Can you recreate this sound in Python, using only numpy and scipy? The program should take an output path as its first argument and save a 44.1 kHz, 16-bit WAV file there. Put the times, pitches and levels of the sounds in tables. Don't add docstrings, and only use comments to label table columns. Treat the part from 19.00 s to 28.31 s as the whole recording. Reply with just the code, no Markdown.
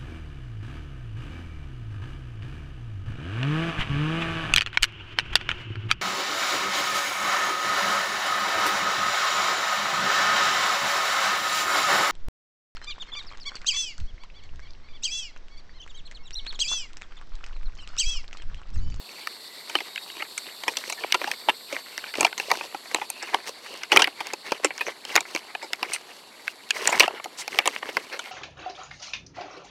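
import sys
import numpy as np
from scipy import signal
from scipy.fft import rfft, irfft
from scipy.io import wavfile

SR = 44100
rng = np.random.default_rng(int(sys.argv[2]) if len(sys.argv) > 2 else 0)


def wav_record(signal):
    frames = np.transpose(np.atleast_2d(signal))
    bounded = np.clip(frames, -1, 1)
    quanta = np.round(bounded * 32767).astype(np.int16)
    wavfile.write(sys.argv[1], SR, quanta)


N = 410571
CUTOFF_HZ = 16000


def from_db(db):
    return 10 ** (np.asarray(db) / 20)


def rms_one(x):
    return x / np.sqrt(np.mean(x ** 2) + 1e-20)


def in_time(rows):
    s, *columns = np.transpose(rows)
    return [np.interp(np.arange(N) / SR, s, c) for c in columns]


def drift(rate_hz, step=40):
    r = np.exp(-2 * np.pi * rate_hz * step / SR)
    noise = rng.standard_normal(N // step + 2002)
    slow = signal.lfilter([1], [1, -2 * r, r * r], noise)[2000:]
    return np.interp(np.arange(N) / step, np.arange(len(slow)), rms_one(slow))


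def coloured(x, spectrum, size=4096):
    hz, db = np.transpose(spectrum)
    log_hz = np.log(np.maximum(np.arange(size // 2 + 1), .5) * SR / size)
    beyond = np.abs(log_hz - np.clip(log_hz, np.log(hz[0]), np.log(hz[-1])))
    log_gain = np.log(from_db(np.interp(log_hz, np.log(hz), db)))
    cepstrum = irfft(log_gain - 2 * beyond)
    response = irfft(np.exp(rfft(2 * cepstrum[:size // 2], size)))
    return rms_one(signal.oaconvolve(x, response)[:N])


def band(x, low_hz, high_hz):
    return signal.sosfilt(signal.butter(2, [low_hz, high_hz], "band", fs=SR, output="sos"), x)


def pitched_noise(hz, width_hz):
    smooth = signal.butter(2, width_hz / 2, fs=SR, output="sos")
    a, b = signal.sosfilt(smooth, rng.standard_normal((2, len(hz))))
    phase = 2 * np.pi * np.cumsum(hz) / SR
    return rms_one(a * np.cos(phase) + b * np.sin(phase))


# f/Hz, relative density/dB per Hz
OPEN_AIR = [(25, -20), (60, -13), (130, -7), (250, 5), (360, 5), (650, 5.5), (1200, -1.5), (2000, -4),
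            (3000, -15.5), (6000, -40), (15000, -42)]


def open_air(level_db=-56):
    return from_db(level_db) * coloured(rng.standard_normal(N), OPEN_AIR)


def strands(lowest_hz=3950, highest_hz=4550, width_hz=22, count=5):
    voices = zip(np.linspace(lowest_hz, highest_hz, count), np.linspace(.5, 1, count))
    return rms_one(sum(gain * pitched_noise(hz + width_hz * drift(2), width_hz) for hz, gain in voices))


# f/Hz, relative density/dB per Hz
CHORUS_SPECTRUM = [(2900, -33), (3600, -6), (4100, -7.5), (4480, -3), (4800, -10.5), (5150, -14.5),
                   (6500, -33), (8900, -17), (10000, -29), (12000, -30.5), (14000, -34.5)]
# t/s, level/dB
CHORUS_LEVEL = [(0, -47), (2.6, -48), (4.4, -50.5), (5.9, -52.5), (7.3, -56), (9.3, -56)]
# t/s, f/Hz, level before partials/dB
SINGER = [(0, 3884, -53.5), (1.4, 3872, -49.5), (2.7, 3973, -50.5), (3.9, 3730, -52.5), (4.4, 3710, -58)]
# multiple of pitch, width/Hz, relative level/dB
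SINGER_PARTIALS = [(1, 1160, -3.5), (2, 1400, -5.5), (3, 1400, -5.5)]


def insects(shimmer_db=2.5, strands_db=-4.0):
    chorus_db, = in_time(CHORUS_LEVEL)
    blur = coloured(rng.standard_normal(N), CHORUS_SPECTRUM)
    chorus = from_db(chorus_db + shimmer_db * drift(17)) * blur
    lines = from_db(chorus_db + strands_db) * strands()
    pitch_hz, singer_db = in_time(SINGER)
    singer = sum(from_db(db) * pitched_noise(multiple * pitch_hz, width_hz)
                 for multiple, width_hz, db in SINGER_PARTIALS)
    return chorus + lines + from_db(singer_db) * singer


# start t/s, length/s, first f/Hz, last f/Hz, width/Hz, level before swell/dB
GLIDES = [(.33, .36, 1930, 2010, 100, -56), (1.905, .04, 4050, 4000, 250, -39),
          (1.97, .035, 1800, 1780, 90, -41), (4.08, .26, 2600, 2830, 380, -46),
          (4.6, .26, 2750, 2950, 420, -47), (5.855, .035, 6050, 5900, 700, -40),
          (.78, .5, 3740, 3830, 35, -47.5), (7.892, .022, 7150, 7080, 700, -29),
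          (8.37, .062, 5800, 6200, 5000, -35)]


def glides():
    out = np.zeros(N)
    for s, length_s, first_hz, last_hz, width_hz, db in GLIDES:
        start, n = round(s * SR), round(length_s * SR)
        swell = np.sqrt(np.hanning(n))
        glide = pitched_noise(np.linspace(first_hz, last_hz, n), width_hz)
        out[start:start + n] += from_db(db) * swell * glide
    return out


PULL_ATTACK_S, PULL_RELEASE_S = 0.032, 0.027


def pull_shape(start_s, length_s):
    t = np.arange(N) / SR - start_s
    return np.clip(np.minimum(t / PULL_ATTACK_S, (length_s - t) / PULL_RELEASE_S), 0, 1)


# start t/s, length/s, rub, crinkle, swish level before the nylon trims/dB
PULLS = [(0.078, .14, -54.5, -51.5, -55), (0.668, 0.237, -53, -47.5, -55), (1.167, 0.067, -47, -39.5, -50),
         (1.452, 0.069, -63, -41.5, -55), (1.679, .07, -40, -63, -44.5), (1.755, 0.19, -52, -46, -47),
         (1.964, 0.109, -44.5, -42.5, -54), (2.178, 0.19, -48, -43.5, -49), (2.682, 0.14, -45.5, -44, -49),
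         (2.837, 0.26, -52.5, -49.5, -58), (3.152, .13, -35, -39.5, -41.5), (3.38, 0.298, -44.5, -44, -47),
         (3.872, 0.2, -47, -48.5, -52), (4.208, 0.18, -45.5, -41, -49), (4.454, 0.058, -43, -40.5, -39),
         (4.604, 0.21, -49.5, -52, -52.5), (4.918, .15, -31, -33, -43.5), (5.159, 0.21, -49.5, -51, -57),
         (5.434, 0.16, -46.5, -42.5, -52), (5.728, 0.14, -58, -49, -51),
         (5.844, 0.086, -38.5, -39.5, -47.5), (6.061, .12, -48, -38.5, -47), (6.258, 0.16, -48, -46, -50.5),
         (6.782, 0.16, -41, -45.5, -54), (6.9, 0.073, -45.5, -35.5, -39), (7.066, .15, -56, -52, -54.5),
         (7.427, 0.11, -61, -58, -52), (7.729, 0.15, -36, -35, -40.5), (7.831, .16, -32.5, -32, -38.5),
         (7.976, 0.1014, -31, -27, -38.5), (8.081, 0.1188, -41.5, -46, -63),
         (8.367, 0.079, -52, -41.5, -44), (8.49, .13, -39.5, -43, -45.5), (8.665, 0.14, -52, -44.5, -50.5),
         (8.807, 0.26, -43.5, -48.5, -52), (9.047, 0.26, -52, -47.5, -57)]
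SHAKE_DB, SHAKE_ATTACK_S, SHAKE_RELEASE_S = (-18, -22, -27), .01, 0.025
SLACK_DB, SLACK_WAVER_DB = (-53.5, -55, -62), 2.0


def cloth_levels():
    power = np.outer(from_db(SLACK_DB), from_db(SLACK_WAVER_DB * drift(9.1))) ** 2
    for start_s, length_s, *db in PULLS:
        shape = pull_shape(start_s, length_s)
        moving = np.flatnonzero(shape)
        power[:, moving] += np.outer(from_db(db), shape[moving]) ** 2
    near = np.arange(-SR // 10, SR // 10)
    shake = np.exp(np.minimum(near / SHAKE_ATTACK_S, -near / SHAKE_RELEASE_S) / SR)
    for s, _, knock_db, clack_db, _, tick_db, _ in CONTACTS:
        gains = from_db(np.add([knock_db, clack_db, tick_db], SHAKE_DB))
        power[:, np.clip(round(s * SR) + near, 0, N - 1)] += np.outer(gains, shake) ** 2
    return 10 * np.log10(power)


def friction(creases, grain_share, flutter_db):
    share = np.clip(grain_share, 0, 1)
    snaps = rms_one(creases * rng.standard_normal(N))
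    sliding = rng.standard_normal(N) * from_db(flutter_db * drift(46))
    return np.sqrt(share) * snaps + np.sqrt(1 - share) * sliding


def folds(x, low_hz, high_hz, shift_db, count):
    out, rest = 0, x
    for hz in np.geomspace(low_hz, high_hz, count):
        part = signal.sosfilt(signal.butter(3, hz, fs=SR, output="sos"), rest)
        rest = signal.sosfilt(signal.butter(3, hz, "high", fs=SR, output="sos"), rest)
        out = out + part * from_db(shift_db * drift(36.2))
    return rms_one(out + rest)


# f/Hz, relative density/dB per Hz
RUB_SPECTRUM = [(30, -37.5), (130, -23.5), (220, -11), (340, 4.5), (520, 6), (1000, 0.5), (1400, -16),
                (1900, -15.5), (3000, -40)]
CRINKLE_SPECTRUM = [(900, -10), (1400, -6.5), (1750, -3), (2200, 4.5), (2750, 1.5), (3400, -12.5),
                    (4500, -30), (7000, -59)]
SWISH_SPECTRUM = [(2500, -12), (4000, 4.5), (5800, 3), (7200, -4), (8600, -3), (10500, -10.5), (13000, -10),
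                  (16000, -23)]


def nylon(creases_per_s=240, size_db=6.0, clump_db=4.0, rub_trim_db=-0.5, crinkle_trim_db=2.5, swish_trim_db=2.0):
    rub_db, crinkle_db, swish_db = cloth_levels()
    effort = 1 / (1 + np.exp(-(np.maximum(rub_db, crinkle_db) + 51.5) / 3.7))
    born = rng.random(N) < creases_per_s * from_db(clump_db * drift(20)) / SR
    creases = born * from_db(size_db * np.minimum(rng.exponential(1, N), 3))

    rub = friction(creases, grain_share=0.58 * effort, flutter_db=0.89 * effort)
    rub = folds(coloured(rub, RUB_SPECTRUM), 282, 1247, shift_db=3.25 * effort, count=4)
    crinkle = friction(creases, grain_share=0.57 * effort, flutter_db=2.0 * effort)
    crinkle = folds(coloured(crinkle, CRINKLE_SPECTRUM), 2250, 2690, shift_db=3.5, count=3)
    swish = coloured(friction(creases, grain_share=0.34, flutter_db=2.4), SWISH_SPECTRUM)
    return (from_db(rub_db + rub_trim_db) * rub
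            + from_db(crinkle_db + crinkle_trim_db) * crinkle
            + from_db(swish_db + swish_trim_db) * swish)


def ring(force, modes, pitch=1, detune=0.058, spread_db=3.5):
    out = 0
    for k, (hz, width_hz, db) in enumerate(modes):
        r = np.exp(-np.pi * width_hz / SR)
        w = 2 * np.pi * min(hz * pitch * (1 + detune * rng.normal()), CUTOFF_HZ) / SR
        mode = signal.lfilter([1, 0, -1], [1, -2 * r * np.cos(w), r * r], force)
        out = out + (-1) ** k * from_db(db + spread_db * rng.normal()) * rms_one(mode)
    return out


def contact_force(chatter_s, chatter=0.93, scatter_db=-17, scatter_s=0.0036):
    t = np.arange(SR // 20) / SR
    slips = rng.standard_normal(len(t)) ** 3 * np.exp(-t / max(chatter_s, 1 / SR))
    scatter = rng.standard_normal(len(t)) * np.exp(-t / scatter_s)
    touch = (t == 0) / (1 + (chatter_s / 0.0069) ** 2)
    chatter_force = chatter * slips / np.linalg.norm(slips)
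    scatter_force = from_db(scatter_db) * scatter / np.linalg.norm(scatter)
    return touch + chatter_force + scatter_force


# thud, knock, clack level/dB, clack f/Hz, tick level/dB, chatter/s
LIGHT_TOUCH = (-53, -46, -37.5, 2388, -45, 0.12)
LIGHT_TOUCHES_PER_S, LIGHT_SPREAD_DB = 7, 3


def light_touches(count=120, pitch_spread=0.095):
    thud_db, knock_db, clack_db, clack_hz, tick_db, chatter_s = LIGHT_TOUCH
    keep_chance = LIGHT_TOUCHES_PER_S * N / SR / count
    rows = []
    for (when, chance), (body, edge, pitch) in zip(rng.random((count, 2)), rng.standard_normal((count, 3))):
        s, body_db, edge_db = when * N / SR, LIGHT_SPREAD_DB * body, LIGHT_SPREAD_DB * edge
        pulled = any(start_s < s < start_s + length_s for start_s, length_s, *_ in PULLS)
        if pulled and chance < keep_chance:
            rows.append((s, thud_db + body_db, knock_db + body_db, clack_db + edge_db,
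                         clack_hz * np.exp(pitch_spread * pitch), tick_db + edge_db, chatter_s))
    return rows


# t/s, thud, knock, clack level/dB, clack f/Hz, tick level/dB, chatter/s
CONTACTS = [(0.272, -49, -36.5, -24, 1960, -29.5, 0.0009), (0.6967, -43, -38, -33, 2440, -37, 0.003),
            (0.7534, -26, -22, -14.5, 2810, -25.5, .0016), (0.7868, -49, -43, -29, 2400, -40, .0013),
            (.8042, -44, -35, -28.5, 2600, -35, .0046), (0.959, -64, -61, -28, 2310, -37, 0.0012),
            (0.9774, -64, -58, -27, 2520, -45, .002), (1.1005, -52, -51, -35.5, 2540, -45, 0.0018),
            (1.2226, -40, -32, -25.5, 2050, -38, 0.0023), (1.378, -57, -45, -27, 2375, -26, 0.0042),
            (1.636, -48, -34, -31, 2800, -35, 0.0027), (1.6803, -28, -20, -17.5, 2360, -25, 0.0045),
            (1.7696, -37, -35, -24, 3390, -23, 0.0032), (1.8984, -37, -30.5, -28.5, 2640, -29, 0.0049),
            (1.9243, -40, -33.5, -28, 2544, -28.5, 0.0046), (2.0368, -39, -38, -25, 2220, -50, .0014),
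            (2.1231, -52, -35, -14.5, 2730, -19.5, 0.0013), (2.1439, -28, -16, -18, 2680, -22.5, 0.0051),
            (2.2157, -27.5, -27, -27.5, 2470, -37, 0.00054), (2.242, -34, -32, -24.5, 1690, -32, 0.0013),
            (2.274, -42, -23.5, -30, 2560, -35, 0.0074), (2.3146, -43, -41, -21.5, 2500, -27.5, 0.001),
            (2.4865, -38, -12.5, -19, 2670, -31.5, 0.0022), (2.494, -36, -20.5, -15, 2820, -25, 0.0052),
            (2.7261, -26, -42, -28, 2420, -32, 0.0069), (2.978, -41, -40, -27, 2010, -29.5, .001),
            (3.04, -57, -42, -29.5, 2210, -47, 0.0026), (3.1388, -42, -40, -28, 2220, -36, .0036),
            (3.1538, -42, -37, -27.5, 2570, -35.5, 0.0022), (3.2083, -23, -22.5, -18, 2820, -16.5, 0.0025),
            (3.229, -28, -21, -23, 2550, -33, 0.0016), (3.2477, -32, -13, -11.5, 2780, -19.5, 0.0035),
            (3.266, -40, -28, -27, 2660, -32, 0.0015), (3.328, -53, -39, -30, 2300, -38, .001),
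            (3.3788, -43, -36, -29.5, 2090, -28, 0.0059), (3.3989, -35, -32, -21.5, 2570, -29, 0.0016),
            (3.5025, -45, -26, -23.5, 2130, -30.5, 0.0034), (3.5149, -27, -13.5, -16, 1960, -20.5, 0.0018),
            (3.61, -35, -29, -28.5, 2360, -50, 0.0014), (3.7458, -37.5, -25.5, -35, 2390, -40.5, .0035),
            (3.946, -27.5, -21.5, -20.5, 2060, -19, 0.0014), (3.9586, -41, -28, -30, 2580, -45, .0056),
            (4.0144, -36, -24.5, -28, 2490, -51, 0.011), (4.1016, -45, -36, -34, 2750, -25, 0.00058),
            (4.226, -37, -34.5, -31, 2810, -31, 0.0066), (4.345, -29, -14, -19.5, 2200, -27, 0.00099),
            (4.834, -53, -40.5, -28, 2320, -32, 0.0021), (4.9186, -25, -21, -10.5, 2430, -22.5, 0.0043),
            (4.926, -19.5, -16, -16.5, 2700, -22, 0.012), (4.9618, -17.5, -11.5, -14, 2320, -17.5, 0.0028),
            (4.9705, -19, -15, -5, 2436, -15.5, 0.0024), (4.9929, -35, -16, -17.5, 2240, -22.5, 0.011),
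            (5.0206, -32, -21, -10.5, 2820, -15.5, 0.0035), (5.0426, -51, -52, -14.5, 2406, -23, .003),
            (5.0734, -32, -25.5, -23, 2080, -32, 0.0033), (5.2049, -43, -26, -26, 2440, -34.5, 0.0069),
            (5.2696, -43, -42, -36, 2360, -33, 0.00094), (5.3351, -28.5, -29.5, -28.5, 2520, -28, 0.0031),
            (5.5201, -19.5, -18.5, -23, 2440, -26.5, 0.0031), (5.646, -15, -19, -16, 2320, -17, 0.0057),
            (5.7058, -39, -34.5, -27, 2240, -53, 0.0028), (5.7788, -62, -50, -33.5, 2260, -33.5, .002),
            (5.8089, -33.5, -27, -18.5, 2306, -31, 0.008), (6.051, -44, -41, -32.5, 3230, -34, 0.0015),
            (6.155, -54, -24, -16.5, 2160, -18.5, 0.00097), (6.162, -23, -16.5, -12.5, 1860, -14, .0012),
            (6.1743, -27.5, -20, -14.5, 2160, -32, 0.0045), (6.2064, -50, -34, -30.5, 2340, -27.5, 0.0016),
            (6.3496, -26, -31, -24.5, 2550, -27.5, 0.0014), (6.3613, -50, -32, -23.5, 2260, -29.5, 0.00067),
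            (6.5503, -35.5, -27.5, -25.5, 2560, -44, .003), (6.6255, -33, -31, -33, 2220, -34, 0.022),
            (6.7324, -43, -36, -21.5, 2200, -23, 0.0011), (6.829, -36, -22.5, -21.5, 2280, -26.5, 0.0028),
            (6.934, -58, -46, -25, 2890, -21, 0.0095), (6.9616, -56, -57, -29, 2100, -41, 0.001),
            (7.479, -50, -38, -20.5, 2560, -31.5, 0.0016), (7.7066, -50, -38.5, -16, 2550, -19, .0023),
            (7.8741, -42, -25.5, -17, 1766, -13, 0.0022), (7.9234, -46, -21, -27, 2300, -28, 0.01),
            (7.9975, -36, -25, -15, 2310, -11.5, 0.0009), (8.0033, -18.5, -16, -5.5, 2560, -13.5, 0.0037),
            (8.0331, -29, -21, -17, 2530, -30, 0.0055), (8.079, -49, -18, -24.5, 2710, -32, 0.0016),
            (8.1988, -45, -34, -35, 2130, -50, .003), (8.2426, -47, -45, -33, 2400, -33.5, 0.0046),
            (8.258, -39, -28.5, -43, 2100, -48, 0.00079), (8.4788, -36, -30.5, -27.5, 2170, -30, .002),
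            (8.588, -31.5, -19, -12, 2660, -18.5, 0.0022), (8.657, -27, -22, -22, 2770, -26, 0.0078),
            (8.6753, -22.5, -17, -18.5, 2600, -18.5, 0.002), (8.829, -35, -27.5, -28.5, 2200, -63, 0.0013),
            (8.8891, -30, -39, -30, 2217, -38.5, 0.0052), (8.969, -33, -19.5, -16.5, 1820, -26.5, 0.0028),
            (9.1255, -31.5, -33.5, -26.5, 2080, -33.5, 0.036),
            (9.1924, -38, -32.5, -26.5, 2410, -32.5, 0.0038)]
# f/Hz, width/Hz, relative level/dB, before detune and spread
THUD_MODES = [(283, 25, -11.5), (339, 77, -2), (589, 98, 2.5)]
KNOCK_MODES = [(725, 154, 3), (867, 110, 2.5), (953, 111, 3), (1281, 62, -7.5)]
# ratio to clack or tick pitch, width/Hz, relative level/dB, before detune and spread
CLACK_MODES = [(.66, 162, -3.5), (0.862, 150, -1.5), (1.003, 142, 4.5), (1.14, 177, -0.5), (1.3, 290, -1)]
TICK_MODES = [(.66, 420, 0.5), (0.821, 384, -1), (1.0, 376, 3), (1.3, 710, 3)]
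# f/Hz, width/Hz, relative level/dB, before detune and spread
EDGE_MODES = [(9870, 4700, -5.5)]
CONTACT_S = .005
TICK_HZ, TICK_OCTAVES_PER_DB = 5600, 0.0647


def poles():
    out = np.zeros(N + SR)
    for s, thud_db, knock_db, clack_db, clack_hz, tick_db, chatter_s in list(CONTACTS) + light_touches():
        tick_hz = TICK_HZ * 2 ** (TICK_OCTAVES_PER_DB * (tick_db - clack_db))
        force, start = contact_force(chatter_s), round(s * SR)
        thud = band(ring(force, THUD_MODES), 98, 1020)
        knock = band(ring(force, KNOCK_MODES), 505, 2360)
        clack = band(ring(force, CLACK_MODES, clack_hz), 1214, 3330)
        edge = ring(force, EDGE_MODES, spread_db=2.5)
        tick = band(ring(force, TICK_MODES, tick_hz) + edge, 2000, 21000)
        for db, sound in [(thud_db, thud), (knock_db, knock), (clack_db, clack), (tick_db, tick)]:
            gain = from_db(db) * np.sqrt(CONTACT_S * SR) / np.linalg.norm(sound)
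            out[start:start + len(sound)] += gain * sound
    return out[:N]


def scene():
    return (open_air() + insects() + glides() + nylon() + poles())[None, :]


def record(dry):
    clipped = np.clip(dry, -1, 1)
    return signal.sosfilt(signal.ellip(10, .2, 80, CUTOFF_HZ, fs=SR, output="sos"), clipped)


dry = scene()
out = record(dry)
wav_record(out)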